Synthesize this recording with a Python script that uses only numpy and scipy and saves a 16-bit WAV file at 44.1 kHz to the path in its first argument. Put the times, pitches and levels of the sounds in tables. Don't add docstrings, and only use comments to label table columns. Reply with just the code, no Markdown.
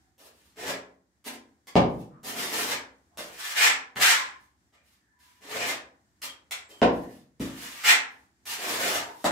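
import sys
import numpy as np
from scipy import signal
from scipy.fft import rfft, irfft, next_fast_len
from scipy.io import wavfile
from scipy.ndimage import uniform_filter1d

SR = 44100
rng = np.random.default_rng(int(sys.argv[2]) if len(sys.argv) > 2 else 0)


def output_pcm(signal):
    pcm = np.clip(np.atleast_2d(signal).T, -1, 1) * 32767
    wavfile.write(sys.argv[1], SR, np.round(pcm).astype(np.int16))


N = 410571


def amp(db):
    return 10 ** (np.asarray(db) / 20)


def evened(x):
    return x / np.sqrt(np.mean(x ** 2) + 1e-20)


def read(points, hz):
    f, value = np.transpose(points)
    return np.interp(np.log(hz + 1), np.log(f + 1), value)


def add(mix, s, sound):
    part = mix[round(s * SR):][:len(sound)]
    part += sound[:len(part)]


def coloured(x, points):
    size = next_fast_len(len(x))
    gain = amp(read(points, np.fft.rfftfreq(size, 1 / SR)))
    return evened(irfft(rfft(x, size) * gain, size)[:len(x)])


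def resonate(x, hz, width):
    return signal.lfilter(*signal.iirpeak(hz, hz / max(width, 3), SR), x)


def sliding(x, hz, width):
    turn = np.exp(2j * np.pi * np.cumsum(hz) / SR)
    smooth = signal.lfilter(*signal.butter(N=2, Wn=width / 2, fs=SR), x / turn)
    return evened((turn * smooth).real)


def wavering(size):
    return evened(uniform_filter1d(uniform_filter1d(rng.standard_normal(N), size=size), size=size))


SWELL = 2.02


def played(starts, lengths, first_db, last_db, fades):
    db, t = np.full(N, -200.), np.arange(N) / SR
    for start, length, first, last, fade in np.broadcast(starts, lengths, first_db, last_db, fades):
        left = np.clip(1 - (t - start) / max(length, 1e-3), 0, 1)
        let_go_db = 60 * np.maximum(t - start - length, 0) / max(fade, 1e-2)
        now = last + (first - last) * left ** SWELL - let_go_db
        db = np.maximum(db, np.where(t >= start, now, -200))
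    return uniform_filter1d(amp(db), size=90)


# frequency in Hz, correlation from -1 to 1.
LIKENESS = [(60, 0.8), (130, 0.83), (300, 1), (600, .55), (1000, -0.23), (1500, -0.11), (2500, -0.044),
            (8000, -0.047)]


def paired(a, b):
    same = np.clip(read(LIKENESS, np.fft.rfftfreq(len(a), 1 / SR)), -1, 1)
    right = irfft(same * rfft(a) + np.sqrt(1 - same ** 2) * rfft(b), len(a))
    return np.array([a, right])


# frequency in Hz, relative level in dB per Hz.
HUSH_SPECTRUM = [(25, -21), (45, -12.5), (65, 6), (95, -3.5), (150, -7.5), (200, -6), (320, -7.5),
                 (500, -22.5), (800, -16), (1250, -21), (1800, -16), (2600, -27), (7500, -23.5),
                 (10000, -32), (16000, -38.5)]
HUSH_DB = -70


def hush():
    sway = wavering(size=6000)
    left, other = (coloured(rng.standard_normal(N), HUSH_SPECTRUM) for _ in "LR")
    return amp(HUSH_DB + 2 * sway) * paired(left, other)


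def sand(per_s, spread_db):
    size = amp(spread_db * np.minimum(rng.exponential(1, N), 5)) * rng.choice([-1., 1.], N)
    judder_db = 2.4 * wavering(size=700)
    caught = rng.random(N) < per_s / SR
    return size * caught * amp(judder_db)


# frequency in Hz, relative level in dB per Hz.
GRIT_SPECTRUM = [(410, -37.5), (700, -27), (922, -3.5), (1260, -7), (1460, -6), (2160, -6), (2660, -3.5),
                 (9480, -6.5), (14200, -6.5), (16000, -13.5)]
# start in seconds, length in seconds, first and last level in dB before the room.
RUSTLES_HEARD = [(1.87, 0.14, -68, -62), (4.4, 0.045, -64, -73), (6.92, 0.25, -56.5, -63),
                 (8.1, 0.14, -65, -74), (9.05, 0.23, -57, -56.5)]
RUSTLE_FADE_S = 0.25


def rustles():
    cloth = coloured(sand(per_s=7500, spread_db=0.5), GRIT_SPECTRUM)
    return played(*np.transpose(RUSTLES_HEARD), RUSTLE_FADE_S) * cloth


# start in seconds, length in seconds, centre in Hz,
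# width in Hz (never under 50 in use), level in dB before the room and the rise and fall.
BLADE_HUMS = [(0.002, .11, 765, 50, -74), (2.09, .1, 1150, 450, -62), (3.09, .08, 800, 300, -66),
              (4.15, .07, 1050, 110, -41), (4.74, .05, 2400, 150, -72), (4.92, .5, 1720, 260, -77),
              (5.1, .32, 985, 60, -70), (6.24, .07, 3200, 150, -51), (6.52, .28, 7600, 400, -64),
              (6.69, .12, 3130, 90, -60), (6.95, .2, 1850, 350, -63), (8.95, .2, 930, 90, -49)]


def hums():
    out = np.zeros(N)
    for s, length, hz, width, db in BLADE_HUMS:
        shape = np.sin(np.pi * np.arange(0, length, 1 / SR) / length) ** .5
        wide = max(width, 50)
        tone = evened(resonate(resonate(rng.standard_normal(SR), hz, wide), hz, wide))
        add(out, s, amp(db) * shape * tone[-len(shape):])
    return out


# time in seconds, level in dB of total energy before the room, centre in Hz.
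EDGE_TICKS = [(1.674, -21, 1010), (1.755, 3.5, 2000), (3.183, -15, 2010), (3.96, -5, 1690),
              (6.221, -10.5, 3160), (6.513, -17, 2170), (6.704, -26, 2990), (6.817, 3.5, 1930),
              (7.403, -13.5, 2000), (7.841, -5, 1650), (9.244, -16.5, 1980)]


def ticks():
    out, t = np.zeros(N), np.arange(8192) / SR
    for s, db, hz in EDGE_TICKS:
        grit = 0.085 * rng.standard_normal(len(t)) * amp(-60 * t / .03)
        snap = np.exp(-t * 30000) + grit
        tick = resonate(resonate(snap, hz, 1.6 * hz), hz, 1.6 * hz) + amp(-25.5) * snap
        add(out, s, amp(db) * tick / np.linalg.norm(tick))
    return out


# time in seconds, level in dB of total energy before the room,
# lower and upper band edge in Hz, decay constant of the squash in seconds.
LANDINGS = [(1.263, -13.5, 234, 497, 0.0043), (1.756, 21, 140, 706, 0.012), (3.188, -9.5, 202, 603, 0.0064),
            (3.96, -7.5, 93.6, 1223, 0.0075), (6.819, 19, 198, 810, 0.0043), (7.401, 5, 206, 328, 0.0096),
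            (9.245, 8.5, 196, 910, 0.017)]


def thuds():
    out, t = np.zeros(N), np.arange(8192) / SR
    for s, db, low_hz, high_hz, squash in LANDINGS:
        contact = np.exp(-t * 3000)
        push = 1.1 * contact + 0.24 * np.exp(-t / squash) * rng.standard_normal(len(t))
        push = signal.sosfilt(signal.butter(N=4, Wn=high_hz, fs=SR, output="sos"), push)
        weight = amp(-12.0) * push
        push = weight + signal.sosfilt(signal.butter(N=2, Wn=low_hz, btype="high", fs=SR, output="sos"), push)
        add(out, s, amp(db) * push / np.linalg.norm(push))
    return out


# frequency in Hz, relative level in dB per Hz.
BLADE_SPECTRUM = [(290, -54.5), (500, -21.5), (552, -20.5), (795, -9), (1480, -6.5), (1680, -4),
                  (1970, -4.5), (3200, -5), (7000, -17.5), (9100, -40), (15400, -120)]
# frequency in Hz, width in Hz, relative level in dB.
STEEL_MODES = [(1720, 29, 0), (3000, 29, -33), (3740, 110, -19), (5370, 28, -31), (5700, 130, -7.5),
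               (5665, 110, -4), (6800, 510, -8.5), (7530, 380, 6), (7980, 73, -0.5)]
# frequency in Hz, relative level in dB per Hz.
RUMBLE_SPECTRUM = [(40, -13), (110, -6), (220, 0), (400, 6.5), (800, 0), (1300, -14), (2500, -47.5)]
# start in seconds, length in seconds, grit in dB before the room at the
# start and at the end of the push, time in seconds for the grit to fall 60 dB after letting go, blade ring
# in dB over grit, rumble of tub or wall in dB over grit, blade ring in Hz, hollow under the blade in Hz
PUSHES = [ (0.18, 0.095, -54.5, -56.5, 0.13, -32, -2.5, 2250, 469, 518),
          (0.33, .19, -65, -68.5, .1, -17, -15, 1922, 398, 329),
          (0.559, 0.14, -58, -40, 0.14, 1, 6, 2038, 378, 550),
          (1.242, .015, -46, -41, .1, -11, -7, 2000, 365, 358),
          (1.261, .01, -39, -36, 0.018, -13, -4, 1986, 360, 357),
          (1.32, .012, -51, -43.5, 0.036, -11, 2.5, 1902, 352.3, 355),
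          (1.67, 0.0045, -40, -48, 0.026, -6, -4.5, 1909, 349, 351.8),
          (2.232, .065, -40.5, -40.5, .3, -17.5, -1, 1836, 269.3, 264.4),
          (2.35, .34, -39.5, -31.5, .16, -8.5, -4, 2055, 300, 420),
          (2.7, 0.032, -27, -38, 0.085, 0, -0.5, 2060, 520, 500),
          (3.173, 0.033, -31, -43.5, 0.4, -10, -2, 1850, 598, 470),
          (3.31, 0.19, -56.5, -38, 0.32, -3.5, -17, 1882, 485, 937),
          (3.548, 0.11, -35, -27.5, 0.14, 5.5, -10, 2130, 861, 817),
          (3.956, .025, -42, -38.5, 0.23, -3.5, 4, 1950, 686, 710),
          (4.0, 0.1, -26.5, -23, 0.21, 2.5, -15.5, 1927, 723, 902),
          (4.724, .02, -72.5, -78, .3, 9.5, 8.5, 1864, 600, 618.5),
          (4.83, 0.095, -74.5, -66.5, .2, -18, -22, 1907, 618.5, 622),
          (5.19, .17, -62, -68, 0.21, -10.5, -21, 1930, 668, 266.2),
          (5.41, .17, -62.5, -44, .2, 2.5, 5, 1900, 300, 560.6),
          (5.59, .04, -41.5, -41, 0.19, 8.5, 4.5, 2450, 600, 639.5),
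          (5.655, .04, -32, -33.5, .12, -1, -2, 2000, 640, 599),
          (6.217, 0.021, -35, -41.5, 0.18, -11.5, -13, 2712, 483, 498),
          (6.51, 0.0094, -24.5, -44.5, 0.16, -0.5, -13, 2144, 592.5, 611),
          (6.689, 0.094, -53, -63.5, .05, -15, 5, 1837, 497, 355.6),
          (7.397, .04, -39.5, -47.5, 0.62, -5.5, 0, 1866, 296.3, 279.6),
          (7.52, 0.11, -56, -42, 0.66, -8, -17, 2100, 269.7, 279.4),
          (7.75, 0.061, -49.5, -47.5, 0.23, -1, -30, 2150, 606, 799),
          (7.835, 0.059, -36, -25.5, 0.14, 5.5, -11, 2065, 815, 815),
          (8.454, 0.08, -38.5, -36.5, 0.26, -8.5, -14.5, 2386, 905, 859),
          (8.58, 0.38, -39, -32, .2, -4.5, -1.5, 1908, 498.4, 720),
          (9.243, .01, -13, -37.5, 0.041, 4.5, 10.5, 1605, 610.5, 615.3), ]
RING_LINGERS, RUMBLE_LINGERS = 1.63, 1.79


def strokes():
    grains, t = sand(per_s=9000, spread_db=4.5), np.arange(N) / SR
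    (start, length, first_db, last_db, let_go,
     ring_db, rumble_db, ring_hz, *hollow_hz) = np.transpose(PUSHES)
    ring_hz = np.interp(t, start + length / 2, ring_hz)
    hollow_hz = np.interp(t, np.sort(np.r_[start, start + length]), np.ravel(hollow_hz, "F"))

    modes = evened(sum(amp(db) * evened(resonate(grains, hz, width)) for hz, width, db in STEEL_MODES))
    broad, low = coloured(grains, BLADE_SPECTRUM), coloured(grains, RUMBLE_SPECTRUM)
    ring = evened(broad + amp(-9.5) * modes + amp(-5) * sliding(grains, ring_hz, width=1150))
    rumble = evened(low + amp(-10.5) * sliding(grains, hollow_hz, width=320))
    hiss = coloured(grains, GRIT_SPECTRUM)

    hiss_gain = played(start, length, first_db, last_db, let_go)
    ring_gain = played(start, length, first_db + ring_db, last_db + ring_db, let_go * RING_LINGERS)
    rumble_gain = played(start, length, first_db + rumble_db, last_db + rumble_db, let_go * RUMBLE_LINGERS)
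    return hiss_gain * hiss + ring_gain * ring + rumble_gain * rumble


# frequency in Hz, time to fall 60 dB in seconds.
WALL_DECAY = [(100, 0.94), (400, 0.52), (1000, 0.46), (2700, 0.31), (5400, 0.28), (8000, 0.24),
              (14000, 0.15)]


def echoes():
    taps, t = np.zeros((2, SR)), np.arange(SR) / SR
    slots = np.arange(60, SR - 20, 12)
    at = slots + rng.integers(0, 12, (2, len(slots)))
    np.put_along_axis(taps, at, rng.choice([-1., 1.], at.shape), 1)
    hz, frame, z = signal.stft(paired(*taps), SR, nperseg=512)
    thin_bass_db = np.interp(hz, [100, 500, 1100], [-16, -8, 0])[:, None]
    decay_db = -60 * frame / read(WALL_DECAY, hz)[:, None]
    tail = signal.istft(z * amp(thin_bass_db + decay_db), SR, nperseg=512)[1][:, :SR]
    tail *= np.minimum(t / 0.011, 1) * (t > .0015)
    return tail / np.linalg.norm(tail[0])


# frequency in Hz, relative level in dB,
# time to fall 60 dB in seconds (never over 0.6 in use).
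STANDING_WAVES = [(64, 0.5, 1), (95, -6, 0.54), (118.5, -3.5, 0.74), (180.8, -2.5, 0.49),
                  (236.6, -4.5, 0.84), (268.6, -1.5, 0.56), (323, -6, 1), (373.7, -2.5, 0.38),
                  (416.5, -8, .5), (482, -5.5, 0.66), (540.6, -0.5, 0.2), (593, 1, 0.31), (624, -10, 0.68),
                  (707, 3, 0.24), (793, -13.5, 1), (888, -9, .4), (1027, -8.5, .25)]


def standing_waves():
    t, waves = np.arange(SR) / SR, 0
    for k, (hz, db, t60) in enumerate(STANDING_WAVES):
        phase = np.array([[0], [(0.22 + hz / 1500) * (-1) ** k]])
        decay = amp(db - 60 * t / min(t60, .6))
        waves = waves + decay * np.sin(2 * np.pi * (hz * t + rng.random()) + phase)
    waves *= np.minimum(t / 0.0065, 1)
    return waves / np.linalg.norm(waves[0])


def room(x, count=4, moves_per_s=16.0):
    out = amp(-11.5) * x + amp(-18.0) * signal.fftconvolve(x[None], standing_waves(), axes=1)[:, :N]
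    place = np.arange(N) / SR * moves_per_s
    for k in range(count):
        away = abs((place - k + count / 2) % count - count / 2)
        near = np.cos(np.pi / 2 * np.minimum(away, 1))
        out += signal.fftconvolve((x * near)[None], echoes(), axes=1)[:, :N]
    return out


def scene():
    return room(strokes() + rustles() + thuds() + ticks() + hums()) + hush()


# frequency in Hz, left minus right in dB.
PORT_LEAN = [(60, -0.5), (99, -0.5), (160, 0.0), (270, 1.0), (450, 0.5), (740, 0.5), (1220, -0.5),
             (2010, -1), (3330, 1.5), (5500, 5), (9080, -6), (15000, -7)]
BASS_CUT_HZ, EDGE_HZ = 55, 15750


def record(dry):
    hz = np.linspace(0, SR / 2, 257)
    ports = [signal.firwin2(255, hz, amp(side * read(PORT_LEAN, hz) / 2), fs=SR) for side in (1, -1)]
    lean_bass = signal.lfilter(*signal.butter(2, BASS_CUT_HZ, "high", fs=SR), dry)
    heard = signal.oaconvolve(lean_bass, ports, "same", axes=1)
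    band_limit = signal.firwin(511, EDGE_HZ, window=("kaiser", 9), fs=SR)
    return signal.oaconvolve(heard, band_limit[None], "same")


dry = scene()
out = record(dry)
output_pcm(out)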